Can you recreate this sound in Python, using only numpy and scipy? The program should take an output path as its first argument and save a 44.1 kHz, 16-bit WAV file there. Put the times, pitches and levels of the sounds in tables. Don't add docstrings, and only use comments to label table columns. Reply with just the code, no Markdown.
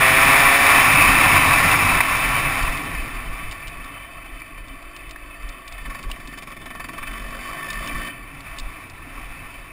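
import sys
import numpy as np
from scipy import signal
from scipy.fft import rfft, irfft
from scipy.io import wavfile
from scipy.ndimage import uniform_filter1d, minimum_filter1d

SR = 44100
rng = np.random.default_rng(int(sys.argv[2]) if len(sys.argv) > 2 else 0)


def pcm_store(signal):
    levels = np.round(np.clip(np.atleast_2d(signal), -1, 1) * 32767)
    wavfile.write(sys.argv[1], SR, levels.astype(np.int16).T)


N = 428652
TIME_S, BIN_HZ = np.arange(N) / SR, np.arange(N // 2 + 1) * SR / N


def from_db(db):
    return 10 ** (np.asarray(db) / 20)


def unit_rms(x):
    return x / np.sqrt(np.mean(x ** 2) + 1e-20)


def curves(rows):
    time_s, *columns = np.transpose(rows)
    return [np.interp(TIME_S, time_s, column) for column in columns]


def coloured(x, spectrum):
    hz, gain_db = np.transpose(spectrum)
    gain = from_db(np.interp(np.log(np.maximum(BIN_HZ, 1)), np.log(hz), gain_db))
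    return irfft(rfft(x) * gain, N)


def drift(rate_hz, spread_db):
    r = np.exp(-80 * np.pi * rate_hz / SR)
    slow = signal.lfilter([1], [1, -2 * r, r * r], rng.standard_normal(N // 40 + 2002))[2000:]
    return np.interp(np.arange(N) / 40, np.arange(len(slow)), from_db(spread_db * unit_rms(slow)))


def resonance(x, hz, *widths_hz):
    for width_hz in widths_hz:
        r = np.exp(-np.pi * width_hz / SR)
        poles = [1, -2 * r * np.cos(2 * np.pi * hz / SR), r * r]
        x = signal.lfilter(np.array([1, 0, -1]) * (1 - r * r) / 2, poles, x + 1e-18)
    return x


def bursts(events, rise_s, fall_s):
    impulses = np.zeros(N)
    impulses[[round(e[0] * SR) for e in events]] = from_db([e[1] for e in events])
    t = TIME_S[:4000]
    shape = np.exp(-t / fall_s) - np.exp(-t / rise_s)
    return signal.fftconvolve(impulses, shape / shape.max())[:N]


# peak_s, level_db
BUMPS = [(.24, -30), (.46, -28), (.75, -31), (.97, -32), (1.13, -26), (1.55, -28), (1.96, -30), (2.27, -26),
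         (2.46, -27), (2.655, -18), (2.98, -24), (3.16, -31), (3.3, -25), (3.46, -27), (3.78, -36),
         (4.33, -33), (4.6, -34), (4.72, -36), (5.06, -37), (5.25, -40), (5.455, -29), (5.74, -37),
         (5.87, -28), (6.075, -25.5), (6.6, -43), (6.8, -40), (7.01, -34), (7.1, -31), (7.23, -31),
         (7.39, -39), (7.78, -29.5), (7.96, -26), (8.64, -27), (9.26, -37)]


def bumps(rise_s=0.045, fall_s=0.063):
    t = TIME_S[::40]
    power = sum((from_db(db) * np.exp(-((t - s) / np.where(t < s, rise_s, fall_s)) ** 2)) ** 2
                for s, db in BUMPS)
    return np.interp(TIME_S, t, np.sqrt(power))


# freq_hz, density_db
RUMBLE_SPECTRUM = [(45, -30), (70, -8), (93, 1), (115, -5), (139, -2), (190, -10.5), (300, -25), (450, -16),
                   (900, -45.5)]


def rumble(level_db, bumped):
    envelope = np.hypot(from_db(level_db) * drift(5.2, 1.5), from_db(-19) * bumped)
    return envelope * unit_rms(coloured(rng.standard_normal(N), RUMBLE_SPECTRUM))


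def helmet_boom(level_db, pitch_hz=269.8):
    hollow = resonance(rng.standard_normal(N), pitch_hz, 53, 195)
    return from_db(level_db) * drift(5.5, 2) * unit_rms(hollow)


def helmet_shake(rumble_db, bumped, bob_hz=36, sway_hz=(10, 19.8)):
    rough = from_db(-38.5 + 0.36 * (rumble_db + 42)) * drift(7, 4)
    bob = resonance(rng.standard_normal(N), bob_hz, 15, 24)
    sway = signal.sosfilt(signal.butter(2, sway_hz, "band", fs=SR, output="sos"), rng.standard_normal(N))
    motion = unit_rms(bob) + from_db(-6) * unit_rms(sway)
    motion /= np.sqrt(uniform_filter1d(motion ** 2, size=2600) + 0.089)
    return signal.sosfiltfilt(signal.butter(3, 62, fs=SR, output="sos"), np.hypot(rough, bumped) * motion)


# start_s, level_db, clank_gain_db
MOUNT_TICKS = [(2.628, -24, -6), (2.7746, -31, 8), (3.512, -33, 7), (3.521, -35, 6), (3.527, -39, 4),
               (3.672, -35, 6), (3.679, -34, 9), (3.685, -39, 4), (4.964, -31.5, -1), (5.1093, -31, 4),
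               (5.4904, -33, -6), (5.6785, -29.5, -2), (5.724, -31.5, -16), (6.029, -31.5, -4),
               (6.1146, -34, 16.5), (6.274, -31.5, -4), (6.377, -36, -6), (6.3864, -31.5, -9),
               (7.7029, -25, -8), (7.73, -27, -8), (7.874, -25, -6), (8.406, -36, -11), (8.586, -25, -15),
               (8.5954, -26, -14), (8.5983, -30, -12), (8.899, -35, -11)]


def mount_ticks(decay_s=0.0045, faint_count=11, faint_from_s=2.9):
    modes = [(3670, 210, 2), (4500, 1200, -3.5), (5200, 410, -11)]   # pitch_hz, width_hz, gain_db
    out, t = np.zeros(N + 1500), TIME_S[:1500]
    faint = [(faint_from_s + when * (N / SR - faint_from_s), -44 + 8 * strength, -6)
             for when, strength in rng.random((faint_count, 2))]
    for start_s, level_db, clank_db in faint + list(MOUNT_TICKS):
        scratch = from_db(level_db + 6.5) * rng.standard_normal(1500) * np.exp(-t / decay_s)
        scratch[0] = from_db(level_db + 21.5)
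        ring = sum(from_db(db) * resonance(scratch, hz, width) for hz, width, db in modes)
        clank = from_db(clank_db) * resonance(scratch, 2940, 470)
        out[round(start_s * SR):][:1500] += ring + clank
    return out[:N]


# start_s, level_db, pitch_hz, t60_s, lower_note_db
GRIT = [(2.0045, 10, 1990, 0.015, -7), (4.4177, -18.5, 2350, 0.028, -6.5), (5.1596, -21, 1790, 0.029, -28)]


def grit_knocks(lower_ratio=0.49, attack_s=0.0007):
    out, t = np.zeros(N), TIME_S[:3000]
    for start_s, level_db, hz, t60_s, lower_db in GRIT:
        phase = 2 * np.pi * hz * t
        notes = np.sin(phase) + from_db(lower_db) * np.sin(lower_ratio * phase)
        envelope = (1 - np.exp(-t / attack_s)) * from_db(level_db - 1 - 60 * t / t60_s)
        out[round(start_s * SR):][:3000] += notes * envelope
    return out


CASE_HZ = [555, 673, 785, 1020, 1128, 1315, 1560, 1792, 1990, 2160, 2335, 2570, 3042, 3510, 3780, 4620,
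           5250, 5800]
# width_hz, wind_gain_db, engine_gain_db
CASE_RESPONSE = [(90, -30.5, -9.5), (83, -12, -5), (94.5, 2, -17), (111, 5.5, -9), (105, 4.5, 2.5),
                 (158, 3, -8), (99, 0, -8.5), (93, 2.5, 2), (192, 4, -7), (215, 3, -7), (123, 8, -1.5),
                 (105, 5.5, -3.5), (103, -13, -6), (177, -10.5, -12), (263, -8, -23.5), (320, -45, -17.5),
                 (636, -10.5, -22), (500, -14.5, -25)]
COASTING_DB = [0.5, 1, -8, -1, -0.5, 2.5, -1.5, -2, 2, 1.5, 1.5, 4.5, 0.5, -0.5, -11, -0.5, -14, -6]


def camera_case(envelope, by_engine, flicker_db, coasting=0):
    noise = envelope * rng.standard_normal((2, N))
    out, power = 0, 0
    for k, (width_hz, wind_db, engine_db) in enumerate(CASE_RESPONSE):
        width_hz = width_hz if by_engine else width_hz * 1.69
        gain = from_db(engine_db if by_engine else wind_db)
        coast_gain = 1 + coasting * (from_db(COASTING_DB[k]) - 1)
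        ringing = resonance(noise[k % 2], CASE_HZ[k], width_hz, width_hz)
        out = out + gain * coast_gain * drift(7.3, flicker_db) * ringing
        power += gain ** 2 * np.pi * width_hz / SR / 2
    return out / np.sqrt(power)


# first_s, last_s, first_db, last_db
CHUG_RUNS = [(4.2592, 4.2592, -31, -30), (4.576, 4.576, -32, -33), (5.7194, 5.7794, -36, -28),
             (5.8527, 6.0344, -26.5, -26.5), (6.097, 6.1589, -26, -32), (6.1994, 6.8, -29, -29.5),
             (6.325, 6.6129, -28, -28), (6.6557, 7.0693, -24, -22)]
CHUGS_PER_RUN = [1, 1, 2, 5, 2, 3, 7, 10]


def chug_firings(jitter_s=0.0007, spread_db=1):
    runs = [np.linspace(run[::2], run[1::2], count) for run, count in zip(CHUG_RUNS, CHUGS_PER_RUN)]
    firings = np.concatenate(runs)
    return firings + rng.standard_normal(firings.shape) * [jitter_s, spread_db]


# time_s, power_share
CLATTER_SHARE = [(0, 0.03), (1, 0.22), (2, 0.21), (3, 0.45), (4, 0.78), (5.6, 0.84), (6, 0.8), (7, 0.86),
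                 (8.1, 0.94), (8.4, 0.45), (9, 0.42), (9.72, 0.54)]


def case_roar(level_db, rasp, load):
    share = np.clip(curves(CLATTER_SHARE)[0], 0, 1)
    roar = from_db(level_db) * drift(26, 0.75) * drift(5.4, 0.56)
    jolts = from_db(-14.5) * bursts(GRIT, rise_s=0.00056, fall_s=0.0017)
    firings = chug_firings()
    fronts = from_db(-8) * bursts(firings, rise_s=0.00034, fall_s=0.0037)
    chugs = from_db(-8) * bursts(firings, rise_s=0.0023, fall_s=0.01)
    wind = camera_case(roar * np.sqrt(1 - share) + jolts + fronts, by_engine=False, flicker_db=0.6)
    clatter = np.sqrt(roar ** 2 * share + rasp ** 2 + chugs ** 2)
    return wind + camera_case(clatter, by_engine=True, flicker_db=1.66, coasting=1 - load)


# start_s, end_s, first_db, last_db, load_flag
PULLS = [(-.1, .85, -8, -13, 1), (3, 4.7, -30, -34, 0), (4.68, 5.7, -30.5, -28.5, 0),
         (5.78, 7.09, -30, -26.5, 1), (7.05, 8.13, -24, -22.5, 1), (8.15, 9.8, -34, -33, 0)]


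def throttle(travel_s=0.048):
    size, load = 0, 0
    for start_s, end_s, first_db, last_db, loaded in PULLS:
        gate = np.clip(np.minimum(TIME_S - start_s, end_s - TIME_S) / travel_s, 0, 1)
        size = size + gate ** 2 * from_db(np.interp(TIME_S, [start_s, end_s], [first_db, last_db]))
        load = load + gate * loaded
    return size, load


def lugging_pipe(pulses, load):
    def ring(notes):
        return sum(from_db(db) * resonance(pulses, hz, width, width) for hz, width, db in notes)

    deep = ring([(110, 30, -4), (180, 50, -1), (230, 50, 1)])
    upper = ring([(300, 50, 0), (345, 50, -2.5), (640, 140, -11)])
    return from_db(3.5 - 8 * (1 - load)) * deep + from_db(2.5) * upper


# freq_hz, gain_db
PIPE_SPECTRUM = [(90, -20), (280, -10), (410, -4), (540, -3), (670, 4), (900, -8), (1130, -3), (1500, -6),
                 (1800, 8), (2100, 1), (2350, 6), (2600, 2), (2850, -12), (3000, -2), (3200, -14),
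                 (3430, -5), (4000, -16), (6000, -20)]


def tuned_pipe(pulses, bounces_s=(0.0011, 0.0019, 0.0031), reflection=0.6):
    delays = [np.exp(-2j * np.pi * BIN_HZ * lag_s) for lag_s in bounces_s]
    allpass = np.prod([(z - reflection) / (1 - reflection * z) for z in delays], axis=0)
    return irfft(rfft(coloured(pulses, PIPE_SPECTRUM)) * allpass, N)


# time_s, turns_per_s
CRANK = [(0, 131.5), (.12, 130.5), (.32, 136.6), (.64, 140.3), (.9, 141.5), (3, 64), (3.43, 55),
         (3.8, 48.8), (4, 46.5), (4.55, 41.5), (4.69, 44.7), (4.86, 50.4), (5.24, 49.5), (5.72, 45),
         (5.9, 46.4), (6.3, 41.4), (6.8, 43.4), (7.07, 45.6), (7.37, 47.6), (7.63, 53.6), (7.8, 56.6),
         (8, 58.5), (8.13, 58.7), (8.2, 47.8), (8.42, 47.3), (9, 43.6), (9.25, 41.3), (9.45, 41.2),
         (9.72, 39)]


def exhaust(size, load, bend_s=(5.725, 7.065), tuned_above_hz=90):
    skipping = (TIME_S > bend_s[0]) & (TIME_S < bend_s[1])
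    firing_hz = curves(CRANK)[0] / (1 + skipping)
    cycles = np.cumsum(firing_hz * drift(25, 0.015)) / SR
    pulses = np.diff(np.floor(cycles), prepend=0) * size * np.sqrt(SR / firing_hz) * drift(37, 0.54)
    tuned = firing_hz > tuned_above_hz
    rasp = from_db(-15.5) * size * load * ~skipping * 2.94 * np.exp(-2.5 * (cycles % 1))
    return tuned_pipe(pulses * tuned) + lugging_pipe(pulses * ~tuned, load), rasp


# time_s, roar_db, boom_db, rumble_db
RIDE = [(0, -16, -33, -31.5), (.5, -13, -34, -33.5), (1.1, -12, -30.5, -24.5), (1.5, -13, -32.5, -27.5),
        (1.97, -15.5, -35, -26.5), (2.03, -18, -35.5, -34), (2.4, -19.5, -38.5, -30.5),
        (2.8, -27, -40, -39), (3, -30, -43.5, -40), (3.5, -35, -49.5, -45), (4.4, -41, -53.5, -53),
        (4.9, -41, -55, -54.5), (5.6, -41.5, -56.5, -56), (5.9, -39, -52, -49), (6.5, -43, -52, -50.5),
        (6.9, -41, -48, -47), (7.12, -37, -52, -52), (7.8, -32.5, -51, -49), (8.08, -31.5, -45, -54),
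        (8.15, -41, -50, -46), (8.55, -38.5, -48, -50), (8.9, -41.5, -53.5, -49), (9.3, -37, -50, -45),
        (9.72, -42, -54, -52)]


def scene():
    roar_db, boom_db, rumble_db = curves(RIDE)
    size, load = throttle()
    pipe, rasp = exhaust(size, load)
    roar = case_roar(roar_db, rasp, load)
    bumped = bumps()
    lows = rumble(rumble_db, bumped) + helmet_boom(boom_db) + helmet_shake(rumble_db, bumped)
    return (lows + mount_ticks() + grit_knocks() + roar + pipe)[None]


def record(dry, anti_alias_hz=5450, ceiling=0.9, hold_hz=12000, cutoff_hz=15620):
    low = signal.sosfilt(signal.butter(12, anti_alias_hz, fs=SR, output="sos"), dry)
    allowed_gain = np.minimum(1, ceiling / (np.abs(low) + 1e-9))
    limited = low * uniform_filter1d(minimum_filter1d(allowed_gain, size=180), size=180)
    mirrored = limited * (1 + 2 * np.cos(2 * np.pi * hold_hz * TIME_S))
    held = irfft(rfft(mirrored) * np.sinc(BIN_HZ / hold_hz), N)
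    return signal.sosfilt(signal.ellip(12, 0.5, 75, cutoff_hz, fs=SR, output="sos"), held)


dry = scene()
out = record(dry)
pcm_store(out)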